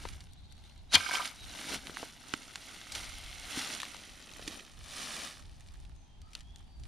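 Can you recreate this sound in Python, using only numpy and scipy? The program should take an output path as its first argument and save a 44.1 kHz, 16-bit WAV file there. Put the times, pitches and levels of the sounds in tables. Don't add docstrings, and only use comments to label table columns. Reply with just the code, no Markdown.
import sys
import numpy as np
from scipy import signal
from scipy.fft import rfft, irfft, next_fast_len
from scipy.io import wavfile
from scipy.ndimage import uniform_filter1d, map_coordinates

SR = 44100
rng = np.random.default_rng(int(sys.argv[2]) if len(sys.argv) > 2 else 0)


def wav_record(signal):
    frames = np.transpose(np.atleast_2d(signal))
    bounded = np.clip(frames, -1, 1)
    quanta = np.round(bounded * 32767).astype(np.int16)
    wavfile.write(sys.argv[1], SR, quanta)


N = 303143
TIME = np.arange(N) / SR
STEPS = TIME[::16]
TICKS_PER_S, TICKS_SPREAD_DB = 60, 2.8


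def amp(db):
    return 10 ** (np.asarray(db) / 20)


def unit(x):
    return x / np.sqrt(np.mean(x ** 2) + 1e-20)


def colour(x, points):
    size = next_fast_len(N + 4096)
    hz, db = np.transpose(points)
    log_hz = np.log(np.fft.rfftfreq(size, 1 / SR) + 1)
    gain = amp(np.interp(log_hz, np.log(hz + 1), db))
    return irfft(rfft(x, size) * gain, size)[..., :N]


def add(mix, s, sound):
    part = mix[max(round(s * SR), 0):][:len(sound)]
    part += sound[:len(part)]


def dying(t60, size=8192):
    return np.exp(-np.log(1000) * TIME[:size] / t60)


def band(x, hz, octaves):
    edges = np.clip([hz / 2 ** octaves, hz * 2 ** octaves], 10, SR / 2 - 100)
    return signal.sosfilt(signal.butter(1, edges, "band", fs=SR, output="sos"), x)


def random_sizes(spread_db):
    return amp(spread_db * np.minimum(rng.exponential(1, N), 4)) * rng.choice([-1, 1], N)


def clicks(per_s, spread_db):
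    return random_sizes(spread_db) * (rng.random(N) < per_s / SR)


def fractures(per_s, spread_db, t60, count=24):
    at = np.flatnonzero(rng.random(N) < per_s / SR)
    size = random_sizes(spread_db)[at]
    scraps = []
    for hz in np.geomspace(1000, 11000, count):
        burst = rng.standard_normal(384) * dying(t60, size=384)
        scraps.append(unit(band(burst, hz, .6)) * np.sqrt(hz))
    scraps = np.array(scraps)
    which = rng.integers(0, count, N)[at]
    places = at[:, None] + np.arange(scraps.shape[1])
    grains = size[:, None] * scraps[which]
    return np.bincount(places.ravel(), grains.ravel(), N)[:N]


def steady(x, size=2205):
    return x / np.sqrt(abs(uniform_filter1d(x ** 2, size)) + 1e-9)


def crackle(spectrum, per_s, spread_db, t60, rub, size=4410):
    grains = steady(fractures(per_s, spread_db, t60), size=size)
    return steady(colour(grains + rub * rng.standard_normal(N), spectrum), size=size)


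def swell(s, db, rise_s, fall_s, hold_s=0):
    below = np.maximum(s - STEPS, 0) / rise_s + np.maximum(STEPS - s - hold_s, 0) / fall_s
    return amp(db - 20 * np.minimum(below, 10))


def swells(rows):
    power = sum(swell(*row) ** 2 for row in rows)
    return np.interp(TIME, STEPS, np.sqrt(power))


def weather(shared=0.8):
    # [fullest from t/s, relative level/dB, hold/s]
    gusts = [(0.023, -45, 0.13), (0.306, -53, 0.32), (.78, -52, 0.12), (1.422, -49.5, 0.034),
             (1.704, -55.5, .12), (2.968, -50, .43), (4.112, -59, 0.0086), (4.4, -52, 0.046),
             (4.8, -48, 0.014), (5.43, -49.5, 0.14), (5.718, -47, 0.21), (6.2, -49, .03),
             (6.4, -50.5, 0.23), (6.78, -45, 0.1)]
    # [f/Hz, gain/dB]
    wind_colour = [(8.8, -25), (15, -3), (37, -0.5), (65, -1), (135, -15), (166, -15.5), (231, -34),
                   (304, -30), (400, -31), (520, -63), (880, -120)]
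    # [f/Hz, gain/dB]
    wash_colour = [(100, 9), (250, 4.5), (470, -11.5), (800, -0.5), (1200, -12.5), (2200, -14), (3500, -11),
                   (6000, -19), (10000, -28), (15000, -42)]
    rise_s, fall_s, breeze_db = .12, 0.24, -63.5
    rumble = colour(rng.standard_normal((2, N)) + shared * rng.standard_normal(N), wind_colour)
    wash = colour(rng.standard_normal((2, N)) + 0.72 * rng.standard_normal(N), wash_colour)
    gusting = swells([(s, db, rise_s, fall_s, hold) for s, db, hold in gusts])
    wind = np.hypot(amp(breeze_db), gusting)
    return amp(-1.5) * wind * steady(rumble, size=8820) + amp(-62) * unit(wash)


def leaves(busy_per_s=3500, busy_db=-40, crowding=.75):
    # [fullest at t/s, relative level/dB, rise/s, fall/s, low crunch relative to the stir/dB]
    pushes = [(.06, -52, 0.61, 0.27, -9.5), (.66, -64.5, 0.38, 0.37, -5.5), (.98, -40, 0.031, 0.27, -15.5),
              (1.149, -36.5, .13, 0.14, -20), (1.26, -40, 0.12, 0.074, -15.5), (1.6, -46, 0.4, 0.3, -10.5),
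              (1.745, -37, 0.19, 0.06, -6.5), (1.87, -50, 0.14, 0.17, -4.5), (2.009, -46.5, 0.21, 0.2, -9),
              (2.33, -52, 0.28, 0.36, -7.5), (2.74, -51.5, 1, 0.58, -9.5), (2.958, -42.5, .08, .32, -13.5),
              (3.28, -51, 1, 1.1, -14.5), (3.59, -37.5, .22, 0.28, -13.5), (3.728, -42.5, 0.19, 0.13, -9.5),
              (3.85, -51, 0.37, 0.94, -9), (4.55, -48.5, 0.55, 0.2, -5.5)]
    # [f/Hz, gain/dB]
    leaf_colour = [(100, -54.5), (400, -13), (750, -3.5), (1100, -2.5), (1500, -2), (2100, -2.5),
                   (3000, -1), (4200, -1.5), (5500, -8), (7000, -12), (10000, -28.5)]
    # [f/Hz, gain/dB]
    fizz_colour = [(1000, -61), (3500, -22.5), (5500, -2.5), (6300, -4.5), (7900, -10.5), (9100, -3.5),
                   (10000, -5), (11000, -11), (13500, -8), (15000, -24)]
    # [f/Hz, gain/dB]
    crunch_colour = [(30, -40.5), (90, -13), (160, -1), (280, 9), (480, -4), (780, -8), (1100, -24.5),
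                     (2000, -29.5)]
    fizz_db, fizz_follows = -5.5, 1
    stir = swells([row[:4] for row in pushes])
    weight = swells([(s, db + low_db, rise, fall) for s, db, rise, fall, low_db in pushes])
    busy = stir / amp(busy_db)
    per_s = busy_per_s * busy ** crowding
    top = crackle(leaf_colour, per_s=per_s, spread_db=3.8, t60=0.0093, rub=1.0)
    fizz = crackle(fizz_colour, per_s=per_s, spread_db=-2.5, t60=0.0088, rub=1.0)
    ticks = fractures(TICKS_PER_S, TICKS_SPREAD_DB, t60=0.011)
    exposed = amp(-8.5) / (1 + busy)
    top = top + exposed * unit(colour(ticks, leaf_colour))
    fizz = fizz + exposed * unit(colour(ticks, fizz_colour))
    under = steady(colour(clicks(per_s=1300, spread_db=5.0), crunch_colour))
    fizz_gain = amp(busy_db + fizz_db) * busy ** fizz_follows
    return amp(-0.3) * (stir * top + fizz_gain * fizz) + amp(1.54) * weight * under


def bounce(x):
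    # [t/s, lag/s]
    ground_lag = [(0, .0014), (1.75, .0014), (2.6, .00146), (3.8, .00146), (4.9, .00167), (6.87, .00167)]
    # [f/Hz, gain/dB]
    litter = [(2200, -9.5), (3500, -15), (6000, -24)]
    lag = np.interp(TIME, *np.transpose(ground_lag))
    late = map_coordinates(x, [np.arange(N) - lag * SR], order=3)
    return 0.9 * (x + colour(late, litter))


def cracks(rows, octaves, first):
    out = np.zeros(N)
    for s, db, hz, t60 in rows:
        burst = rng.standard_normal(8192) * dying(t60)
        burst[0] += first
        burst = band(band(burst, hz, octaves), hz, octaves)
        add(out, s, amp(db) * burst / abs(burst).max())
    return out


def snaps():
    # [t/s, peak level/dB, centre f/Hz, t60/s]
    breaks = [(.053, -29.5, 796, 0.016), (.088, -34.5, 3020, 0.017), (.206, -37.5, 3500, 0.036),
              (.334, -41.5, 5160, 0.0082), (.524, -44, 4430, 0.017), (1.726, -35, 3530, 0.0079),
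              (1.75, -40, 1800, .015), (1.8705, -27, 2500, 0.012), (1.896, -37.5, 900, 0.015),
              (1.9705, -28, 1360, 0.015), (2.029, -33, 570, 0.042), (2.338, -16.5, 1810, 0.014),
              (2.5575, -22, 2540, 0.014), (2.8145, -35, 2300, 0.021), (2.921, -28.5, 3960, 0.036),
              (2.951, -27, 2960, 0.059), (3.8015, -25.5, 2600, 0.023), (3.818, -25.5, 3200, 0.01),
              (3.8315, -25.5, 1610, 0.013), (3.853, -29.5, 3200, 0.0077), (3.9465, -33, 1260, 0.0082),
              (3.967, -35, 3000, .014), (4.315, -40.5, 2560, 0.023), (4.394, -39.5, 586, 0.034),
              (4.4775, -22.5, 3220, 0.029)]
    return cracks(breaks, octaves=1.12, first=5.2)


def trees(x, t60):
    echoes = rng.standard_normal((2, SR)) * (rng.random((2, SR)) < 1500 / SR) * dying(t60, size=SR)
    echoes[:, :400] = 0
    return signal.fftconvolve(x[None], echoes / np.linalg.norm(echoes[0]), axes=1)[:, :N]


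def whistle(length, start_hz, end_hz, waver):
    u = np.linspace(0, 1, int(length * SR))
    drift = unit(uniform_filter1d(rng.standard_normal(SR), size=90))[:len(u)]
    hz = (start_hz + (end_hz - start_hz) * np.sin(np.pi / 2 * u)) * (1 + waver * drift)
    return unit(np.sin(np.pi * u) * np.sin(2 * np.pi * np.cumsum(hz) / SR))


def birds():
    # first note t/s, end t/s, notes per second
    trill_times = (.27, .78, 15)
    # [t/s, length/s, level/dB, start f/Hz, end f/Hz, share of echo 0-1]
    notes = [(0.887, 0.059, -55, 3750, 4040, 0.8), (1.365, 0.075, -57, 3900, 3810, 0.8),
             (1.478, 0.053, -57, 4000, 3960, 0.4), (5.936, 0.088, -73, 6730, 6060, 0.97),
             (6.028, 0.16, -74.5, 3260, 3155, 0.85), (6.187, 0.11, -78.5, 4630, 4620, 0.6),
             (6.199, 0.079, -69, 1150, 1335, 0.98), (6.408, 0.16, -69, 3080, 3460, 0.85),
             (6.522, 0.11, -73.5, 3240, 3150, 0.7), (6.636, 0.17, -74, 4630, 4610, 0.9)]
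    trill_db, trill_hz = -66.5, (2900, 4400)
    direct, trill, far = np.zeros((3, N))
    first, end, per_s = trill_times
    for s in np.arange(first, end, 1 / per_s):
        late, louder, higher = rng.standard_normal(3) * [.006, 1, .03]
        note = whistle(.05, *np.multiply(trill_hz, 1 + higher), waver=.05)
        add(trill, s + late, amp(trill_db + louder) * note)
    for s, length, db, start_hz, end_hz, echo in notes:
        note = amp(db) * whistle(length, start_hz, end_hz, waver=0.0022 + .012 * echo ** 8)
        add(direct, s, np.sqrt(1 - echo ** 2) * note)
        add(far, s, echo * note)
    return direct + .3 * trill + trees(trill, t60=.25) + trees(far, t60=.55)


def knock(hz):
    # [f/Hz, level/dB, t60/s]
    wood_modes = [(724, -8, 0.036), (975, -9.5, 0.037), (1212, -14.5, 0.11), (1342, -12, 0.08),
                  (1566, -5, 0.053), (2225, 1, .05), (2425, -9.5, 0.11), (2620, -14.5, 0.05),
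                  (2960, -10, 0.031), (3170, -0.5, .038), (3300, -10, .04), (3550, -14, .05),
                  (3510, -9, .05), (4120, -6.5, 0.026), (4770, -11, .05), (4880, -12, 0.043),
                  (5050, -7.5, 0.034), (5500, -12.5, .04), (6550, -20, .04)]
    reach_octaves, crack_strength, crack_t60 = .36, .65, .011
    ring = 0
    for f, db, t60 in wood_modes:
        weight = amp(db) / (1 + (np.log2(f / hz) / reach_octaves) ** 4)
        ring = ring + weight * dying(t60) * np.sin(2 * np.pi * (f * TIME[:8192] + rng.random()))
    contact = band(rng.standard_normal(8192) * dying(crack_t60), hz, 0.53)
    blow = ring / abs(ring).max() + crack_strength * contact / abs(contact).max()
    blow = blow * (1 - dying(0.00059))
    return blow / abs(blow).max()


def sticks():
    # [f/Hz, gain/dB]
    crush_colour = [(40, -54.5), (100, -18.5), (300, -10.5), (480, -8.5), (800, 0.5), (1100, -2),
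                    (1500, -2.5), (1800, -1), (3700, 3), (4400, 3.5), (6200, -2.5), (8300, -15), (9600, -7),
                    (15000, -28)]
    # [t/s, peak level/dB, pitch that rings most f/Hz]
    knocks = [(.9435, -16.5, 4920), (.9492, -11, 3300), (.9538, -6.5, 3020), (.958, -14.5, 2270),
              (.9805, -28.5, 4160), (1.005, -28, 1635), (1.032, -43, 2560), (1.0608, -32.5, 1336),
              (1.0635, -32.5, 2205), (1.088, -35, 2330), (1.1107, -21, 1710), (1.117, -29.5, 4540),
              (1.1365, -33, 1660), (1.147, -35.5, 864), (1.151, -22, 2860), (1.1554, -26, 1610),
              (1.1678, -26.5, 1230), (1.184, -31, 2140), (1.196, -29, 1000), (1.226, -36.5, 890),
              (1.252, -41, 1413), (1.275, -33, 4900)]
    # [fullest at t/s, level/dB, rise/s, fall/s, hold/s]
    settle = [(.957, -31, .03, .035, .003), (1.13, -39.5, 0.39, .12, .07)]
    landing_s = .92
    crush_gain = swells([(.941, -21, .017, 0.018, 0.014)])
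    out = crush_gain * crackle(crush_colour, per_s=11000, spread_db=-1.5, t60=.003, rub=0.82, size=441)
    for s, db, hz in knocks:
        add(out, s, amp(db) * knock(hz))
    rattle = np.zeros(N)
    for hz in np.geomspace(900, 5500, 8):
        hits = clicks(per_s=30, spread_db=1.5)
        rattle += signal.oaconvolve(hits, unit(knock(hz)))[:N] * hz ** -.25
    return out + (TIME > landing_s) * swells(settle) * steady(rattle)


def soil():
    # [t/s, starting level/dB, f/Hz, t60/s]
    thuds = [(.944, -30.5, 276, 0.051), (.953, -37.5, 151, 0.098), (0.959, -37, 88.7, 0.18),
             (1.752, -55.5, 198, .05), (1.8966, -31, 344, 0.0098), (2.03, -29.5, 415, 0.012),
             (2.339, -27.5, 294, 0.0195), (3.574, -30, 273, 0.046), (4.478, -36, 310, 0.056)]
    out = np.zeros(N)
    for s, db, hz, t60 in thuds:
        add(out, s, amp(db) * dying(t60) * np.sin(2 * np.pi * hz * TIME[:8192]))
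    return out


def chafing():
    # fullest at t/s, level/dB, rise/s, fall/s, hold/s
    rub_swell = (3, -56.5, 0.8, 0.76, 0.81)
    # [f/Hz, gain/dB]
    chafe_colour = [(1200, -24.5), (1800, -14.5), (2130, 7.5), (2550, -14), (3120, 3), (3550, -6.5),
                    (4000, -5.5), (5500, -19.5), (12000, -39)]
    return swells([rub_swell]) * crackle(chafe_colour, per_s=830, spread_db=3, t60=.009, rub=0.33)


def clothing(busy_per_s=6000, busy_db=-42):
    # [fullest at t/s, relative level/dB, rise/s, fall/s, hold/s]
    slides = [(4.98, -42.5, 0.23, 0.19, .27), (5.6, -65, 0.69, 0.42, 0.14), (6.37, -59.5, 0.11, .08, .01),
              (6.6, -68.5, 0.28, 0.113, .01), (6.86, -65, 0.11, .1, .01)]
    # [f/Hz, gain/dB]
    cloth_colour = [(100, -13.5), (250, 6), (430, -7), (650, -4.5), (1050, -5), (2400, -4.5), (3600, -3),
                    (5700, -6), (7400, -13), (9200, -9), (10200, -9.5), (11000, -19), (14000, -13.5),
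                    (15000, -32)]
    slide = swells(slides)
    busy = slide / amp(busy_db)
    swish = crackle(cloth_colour, per_s=busy_per_s * busy, spread_db=4.0, t60=0.0022, rub=1.0)
    catches = unit(colour(fractures(TICKS_PER_S, TICKS_SPREAD_DB, t60=0.013), cloth_colour))
    exposed = .6 / (1 + 8 * busy)
    return amp(0.37) * slide * (swish + exposed * catches)


def cord_taps():
    # [t/s, peak level/dB, centre f/Hz, t60/s]
    tap_rows = [(5.851, -48, 3000, 0.027), (6.217, -45, 3740, .02), (6.333, -42, 3560, 0.031),
                (6.3515, -28.5, 3080, 0.016), (6.407, -40.5, 3250, 0.022), (6.56, -38, 3950, 0.01),
                (6.798, -50, 4090, 0.027), (6.836, -40, 3320, 0.03)]
    return cracks(tap_rows, octaves=1.0, first=4.8)


def cord_hiss():
    # fullest at t/s, level/dB, rise/s, fall/s, hold/s
    run_swell = (7, -74.5, 0.6, .3, 0.45)
    return swells([run_swell]) * unit(band(clicks(per_s=1500, spread_db=4.5), 9500, .25))


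def ports(x, size=330):
    # [f/Hz, gain/dB]
    width = [(100, -19.5), (700, -7), (1300, -6), (2400, -13.5), (4400, -45), (6200, -5.5), (8200, -3.5),
             (15000, -7.5)]
    # [f/Hz, gain/dB]
    skew = [(1300, -21), (4400, -36.5), (6200, -19.5), (8200, -1.5), (10500, -9), (15000, -10)]
    # [f/Hz, difference/dB]
    lean = [(200, -0.17), (700, 0.86), (1300, -2), (2400, -.8), (4400, 0), (8100, -3), (15000, 0.28)]
    bearing = unit(uniform_filter1d(uniform_filter1d(rng.standard_normal(N), size), size))
    side = colour(x * bearing, width)
    side += colour(signal.hilbert(x, next_fast_len(N))[:N].imag, skew)
    left = colour(x + side, [(hz, db / 2) for hz, db in lean])
    right = colour(x - side, [(hz, -db / 2) for hz, db in lean])
    return np.array([left, right])


def scene():
    near = bounce(leaves() + clothing()) + snaps() + sticks() + soil()
    near += chafing() + cord_taps() + cord_hiss()
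    return weather() + ports(near) + amp(-28.5) * trees(near, t60=0.43) + birds()


def record(dry):
    # [f/Hz, gain/dB]
    mic_colour = [(10000, 0.5), (12000, -2), (15000, -10)]
    edge = signal.firwin(255, 15000, window=("kaiser", 9), fs=SR)
    return signal.oaconvolve(colour(dry, mic_colour), edge[None], "same")


dry = scene()
out = record(dry)
wav_record(out)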